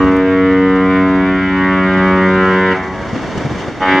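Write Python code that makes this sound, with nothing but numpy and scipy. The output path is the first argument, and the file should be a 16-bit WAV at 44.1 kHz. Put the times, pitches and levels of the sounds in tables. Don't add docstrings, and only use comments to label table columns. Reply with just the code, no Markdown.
import sys
import numpy as np
from scipy import signal
from scipy.fft import rfft, irfft
from scipy.io import wavfile
from scipy.ndimage import uniform_filter1d, minimum_filter1d

SR = 44100
rng = np.random.default_rng(int(sys.argv[2]) if len(sys.argv) > 2 else 0)


def wav_record(signal):
    frames = np.transpose(np.atleast_2d(signal))
    bounded = np.clip(frames, -1, 1)
    quanta = np.round(bounded * 32767).astype(np.int16)
    wavfile.write(sys.argv[1], SR, quanta)


N = 176400
TIME = np.arange(N) / SR


def amp(db):
    return 10 ** (np.asarray(db) / 20)


def unit(x):
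    return x / np.sqrt(np.mean(abs(x) ** 2) + 1e-20)


def at_frequency(points, hz):
    row_hz, value = np.transpose(points)
    return np.interp(np.log(hz + 1), np.log(row_hz), value)


def loudness(points):
    return amp(np.interp(TIME, *np.transpose(points)))


def drift(per_s, size=2048):
    hz = np.fft.rfftfreq(size, 2 * N / SR / size)
    slow = irfft(rfft(rng.standard_normal(size)) / np.sqrt(1 + (hz / per_s) ** 6))
    return np.interp(np.arange(N) * size / (2 * N), np.arange(size), unit(slow))


# frequency in Hz, how alike left and right are (1 means the same).
STEREO_LIKENESS = [(60, 0.81), (500, 0.87), (1800, 0.98), (3000, 0.71), (12000, 0.45)]


def noise(spectrum):
    hz = np.fft.rfftfreq(N, 1 / SR)
    left, other = rfft(rng.standard_normal((2, N)))
    alike = np.clip(at_frequency(STEREO_LIKENESS, hz), -1, 1)
    right = alike * left + np.sqrt(1 - alike ** 2) * other
    return unit(irfft(np.array([left, right]) * amp(at_frequency(spectrum, hz)), N))


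HORN_HZ = 93.63
# middle level in the first blast in dB, swing in dB, time of a crest in
# seconds, seconds between crests, strength of a second path from 0 to 1, a time when that path cancels
# most in seconds, seconds between such dips, level in the second blast in dB.
LOW_HARMONICS = [(-17.3, 4.5, 2.38, 5.4, .25, 1.5, 1.26, -28), (-14.9, 7.5, .6, 5.9, .08, 2.55, .56, -12),
                 (-19, 4.2, 2.59, 3.8, .22, 1.79, 1.1, -17), (-23.5, 10, .35, 2.75, .2, 1.55, 1.3, -28),
                 (-26, 6.5, 2.55, 3.6, .25, 1.5, 1.2, -25.5), (-29, 3, .7, 3.5, .55, 1.45, .85, -26),
                 (-31, 5.6, 1.03, 1.31, .75, 1.19, 1.04, -29), (-27.5, 5.9, 2.21, 2.95, .4, 1.35, .47, -13),
                 (-28.8, 4, 2.5, 3.6, .78, 1.39, .5, -22.5), (-28.8, 5.6, 1.09, 1.32, .43, 1.23, .9, -27),
                 (-27.6, 5.7, 1.9, 2.01, .78, 1.06, .42, -23), (-25.3, 2.5, 2.4, 2.2, .7, 1.47, 1.15, -20),
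                 (-30, 2.5, 2.6, 3, .65, 1.3, .335, -23), (-29, 3, 2.1, 3.85, .4, 1.14, .49, -31)]
# frequency in Hz, dB added to the treble level.
TREBLE_SPECTRUM = [(1300, -6.5), (1700, -8), (2000, -7.5), (2300, -10.5), (2650, -18.5), (3000, -19),
                   (3400, -26), (3800, -26), (4300, -41), (4800, -37.5), (5500, -50.5), (6500, -58.5)]
# time in seconds, level in dB.
TREBLE_LEVEL = [(0, -24), (.44, -23), (.87, -24), (.96, -20), (1.02, -23.5), (1.5, -21.5), (1.8, -21),
                (2.03, -19), (2.15, -21), (2.45, -19), (2.7, -18.5), (3.82, -22.5), (3.87, -19.5),
                (3.9, -13.5), (4, -19)]
# time in seconds, frequency in Hz, change in dB,
# half-length in seconds.
SURGES = [(.06, 2890, 6, .06), (1.5, 2950, 3.5, .13), (1.46, 1130, -7, .06), (1.46, 490, -8, .08),
          (1.68, 1955, 5, .12), (2.27, 1840, 6, .056), (2.47, 1340, 7, .08), (3.83, 470, 4, .04),
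          (3.83, 3100, 7, .03)]
SURGE_WIDTH_HZ = 156


def harmonic_strength(t, treble, bright_db, first_blast, harmonic):
    if harmonic == 1:
        return amp(-31)
    hz = harmonic * HORN_HZ
    surge_db = sum(db * np.exp(-((hz - band_hz) / SURGE_WIDTH_HZ) ** 2 - ((t - when) / length) ** 2)
                   for when, band_hz, db, length in SURGES if abs(hz - band_hz) < 2 * SURGE_WIDTH_HZ)
    if harmonic - 2 >= len(LOW_HARMONICS):
        return treble * amp(surge_db + at_frequency(TREBLE_SPECTRUM, hz) + bright_db * hz / 1000)
    mean_db, swing_db, crest, period, depth, dip, beat_s, second_db = LOW_HARMONICS[harmonic - 2]
    if not first_blast:
        return amp(surge_db + second_db)
    swell_db = swing_db * np.cos(2 * np.pi * (t - crest) / period)
    beat = 1 - depth * np.exp(2j * np.pi * (t - dip) / beat_s)
    return beat * amp(surge_db + mean_db + swell_db)


def air_paths(t, delays, hz):
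    arrivals = np.exp(-2j * np.pi * hz * delays[:, ::100]).sum(0)
    return unit(1 + np.interp(t, t[::100], arrivals) / np.sqrt(len(delays)))


# frequency in Hz, phase gap between left and right in radians.
STEREO_PHASE = [(1900, 0.067), (2350, .15), (2700, 1), (3700, 1.9), (4300, 0.82), (6500, .7)]
PITCH_WAVER, SAG_HZ_PER_S = .0004, 30
ATTACK_S, BASS_ATTACK_S, BASS_BELOW_HZ, RELEASE_S = .034, .13, 420, .055
PATH_SPREAD_S, WANDER_S, WANDER_PER_S = .009, .0003, 1.55
FLUTTER, FLUTTER_PER_S = .07, 27
START_ROUGH, START_ROUGH_S = .35, .26
STOP_ROUGH, STOP_ROUGH_S = .9, .03
HANG_DB, HANG_S = -9, .165
SMEAR_RAD, DISPERSION_RAD = 1.0, .12


def blast(start, stop, bright_db, first_blast, paths=4):
    on = (TIME > start) & (TIME - stop < .3)
    t = TIME[on]
    age, since_stop = t - start, np.maximum(t - stop, 0)
    pitch_hz = HORN_HZ * (1 + PITCH_WAVER * drift(8.5))
    phase = 2 * np.pi * np.cumsum(pitch_hz)[on] / SR
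    delays = np.array([PATH_SPREAD_S * (path + rng.random()) / paths + WANDER_S * drift(WANDER_PER_S)[on]
                       for path in range(paths)])
    flutter, treble = drift(FLUTTER_PER_S)[on], loudness(TREBLE_LEVEL)[on]
    rough = FLUTTER + START_ROUGH * np.exp(-age / START_ROUGH_S)
    rough += STOP_ROUGH * np.minimum(since_stop / STOP_ROUGH_S, 1)
    release = np.exp(-(since_stop / RELEASE_S) ** 2)
    sag_phase = np.pi * SAG_HZ_PER_S * since_stop ** 2
    hang = amp(HANG_DB) * (1 - release) * np.exp(-(since_stop / HANG_S) ** 4)
    out, smear = np.zeros((2, N)), 0
    for harmonic in range(1, 56):
        hz = harmonic * HORN_HZ
        strength = harmonic_strength(t, treble, bright_db, first_blast, harmonic)
        fading = air_paths(t, delays, hz) if harmonic - 2 >= len(LOW_HARMONICS) else 1
        rise = np.minimum(age / (BASS_ATTACK_S if hz < BASS_BELOW_HZ else ATTACK_S), 1) ** 2
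        wobble = .41 * flutter + 1j * drift(FLUTTER_PER_S)[on]
        shimmer = 1 + rough * min(hz / 2000, 1.3) * wobble
        direct = shimmer * release * np.exp(-1j * harmonic * sag_phase)
        smear += SMEAR_RAD * rng.standard_normal()
        tone = np.exp(1j * (harmonic * phase + smear + DISPERSION_RAD * harmonic ** 2))
        wave = strength * fading * rise * (direct + 1j * hang) * tone
        stereo_turn = np.exp(.5j * at_frequency(STEREO_PHASE, hz) * rng.choice([-1, 1]))
        out[:, on] += [(wave * stereo_turn).real, (wave / stereo_turn).real]
    return out


# time the valve opens in seconds, time it shuts in seconds, extra treble in dB per kHz.
BLASTS = [(-.3, 2.702, 0), (3.79, 4.3, 0.84)]


def ship_horn():
    blasts = sum(blast(*row, first_blast=i == 0) for i, row in enumerate(BLASTS))
    fade_in = np.sin(np.pi / 2 * np.minimum(np.arange(N) / 200, 1)) ** 2
    return blasts * fade_in


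# delay in seconds, level in dB.
ECHOES = [(.062, -19), (0.126, -15.5), (.19, -20.5), (0.289, -16.5)]
# frequency in Hz, seconds to fade by 60 dB.
TAIL_FADE = [(100, 1.5), (300, 2.0), (700, 4), (2000, 2.5), (3000, 0.2), (6000, .8)]
# frequency in Hz, level in dB.
TAIL_SPECTRUM = [(190, -16), (380, -21), (520, -13), (650, -11), (1100, -13), (1400, -13), (2000, -9.5),
                 (3000, -13.5)]


def shore_echoes(sound):
    hiss = rng.standard_normal((3, 2 * SR))
    hz, t, bands = signal.stft(hiss[0] + .18 * hiss[1:], SR, nperseg=256)
    fade_s = at_frequency(TAIL_FADE, hz)[:, None]
    bands = bands * amp(at_frequency(TAIL_SPECTRUM, hz)[:, None] - 60 * t / fade_s)
    bands /= np.sqrt(SR * fade_s / np.log(1e6))
    response = signal.istft(bands, SR, nperseg=256)[1]
    soft_pulse = np.hanning(15) / 7
    for delay, db in ECHOES:
        first = round(delay * SR)
        response[:, first:first + 15] += amp(db) * soft_pulse
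    return signal.fftconvolve(sound, response, axes=1)[:, :N]


# frequency in Hz, relative level in dB.
ENGINE_SPECTRUM = [(20, -36), (35, -25), (55, -5), (85, -1), (120, -12.5), (200, -1), (400, -41.5),
                   (900, -89)]
# time in seconds, level in dB.
ENGINE_LEVEL = [(0, -20.5), (.15, -23.5), (.25, -30), (2, -28), (2.55, -28.5), (2.7, -35.5), (3.1, -31),
                (3.55, -28.5), (3.7, -42), (4, -30)]


def engines():
    return noise(ENGINE_SPECTRUM) * loudness(ENGINE_LEVEL)


# frequency in Hz, relative level in dB.
WASH_SPECTRUM = [(30, -20.5), (80, -8), (160, -4.5), (280, -1.5), (450, -6.5), (800, -10.5), (1500, -14),
                 (2300, -15.5), (2900, -23), (3700, -25), (4700, -30), (6300, -31.5), (8000, -45),
                 (9500, -51.5), (10500, -61)]
# time in seconds, level in dB.
WASH_LEVEL = [(0, -27.5), (.25, -33.5), (1.4, -33), (2.6, -27.5), (2.9, -28.5), (3.15, -23.2), (3.5, -23.2),
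              (3.62, -22.8), (3.76, -27), (4, -25)]


def water_wash():
    return noise(WASH_SPECTRUM) * loudness(WASH_LEVEL) * amp(1.2 * drift(25))


# start in seconds, level in dB, fade time in seconds, starting pitch of the trapped air in Hz.
SLAPS = [(.04, -15, .014, 75), (1.972, -18, .012, 110), (3.128, -13, .015, 195), (3.155, -21, .028, 265),
         (3.243, -21, .016, 620), (3.272, -20, .022, 124), (3.35, -15, .01, 370), (3.373, -13.5, .008, 180),
         (3.446, -14, .022, 125), (3.502, -22, .012, 620), (3.51, -18, .012, 340), (3.555, -18, .0084, 169),
         (3.679, -14.5, .0098, 210), (3.96, -16, .012, 290)]
# frequency in Hz, relative level in dB.
SLAP_SPECTRUM = [(40, -22), (120, 3), (250, 1.5), (420, -6.5), (700, -8), (1200, -26), (3000, -31),
                 (7000, -39), (12000, -75)]
SLAP_RISE_S, GLIDE_PER_S = .005, 7


def water_slaps():
    out, churn = np.zeros((2, N)), noise(SLAP_SPECTRUM)
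    for start, db, fade_s, hz in SLAPS:
        age = np.maximum(TIME - start, 0)
        thump = np.sin(2 * np.pi * hz * age * (1 + GLIDE_PER_S * age / 2))
        rise = np.minimum(age / SLAP_RISE_S, 1)
        fall = np.exp(-np.maximum(age - SLAP_RISE_S, 0) / fade_s)
        out += amp(db) * rise * fall * (.68 * churn + .86 * thump)
    return out


# time in seconds, level in dB.
CLICKS = [(.168, -32)]


def click(fade_s=.0005):
    envelope = sum(amp(db) * np.exp(-abs(TIME - when) / fade_s) for when, db in CLICKS)
    return rng.standard_normal(N) * envelope


# pitch in Hz, level in dB, loudest moment in seconds.
LATE_TONES = [(656, -30.5, 3.0), (1124, -31, 2.92), (937, -36, 3.3)]


def far_shore(half_length_s=.17):
    out = np.zeros(N)
    for hz, db, crest in LATE_TONES:
        swell = amp(db) * np.exp(-((TIME - crest) / half_length_s) ** 2)
        out += swell * np.sin(2 * np.pi * (hz * TIME + rng.random()))
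    return out


# loudest moment in seconds, level in dB, half-length in seconds.
SPLASHES = [(3.22, -43, .13), (3.381, -30, .006), (3.6, -35, .025)]
# frequency in Hz, relative level in dB.
SPRAY_SPECTRUM = [(500, -40), (2000, -11), (2900, 6), (4000, -7), (6300, -8), (8500, -24), (11000, -36),
                  (15000, -39)]


def spray():
    envelope = sum(amp(db) * np.exp(-((TIME - when) / length) ** 2) for when, db, length in SPLASHES)
    return noise(SPRAY_SPECTRUM) * envelope


def scene():
    horn = ship_horn()
    echoes = shore_echoes(horn) + far_shore()
    return horn + echoes + engines() + water_wash() + water_slaps() + spray() + click()


# frequency in Hz, width in Hz.
MIC_DIPS = [(2500, 247), (4000, 260), (5000, 90)]
CEILING, LIMITER_S, TREBLE_CUT_HZ = .97, .012, 15500


def record(dry):
    for hz, width in MIC_DIPS:
        dry = signal.lfilter(*signal.iirnotch(hz, hz / width, SR), dry)
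    window = int(LIMITER_S * SR)
    safe_gain = CEILING / np.maximum(abs(dry).max(0), CEILING)
    held_gain = minimum_filter1d(safe_gain, 2 * window)
    smooth_gain = uniform_filter1d(uniform_filter1d(held_gain, window), window)
    low_pass = signal.firwin(511, TREBLE_CUT_HZ, window=("kaiser", 9), fs=SR)
    return signal.oaconvolve(dry * smooth_gain, low_pass[None], "same")


dry = scene()
out = record(dry)
wav_record(out)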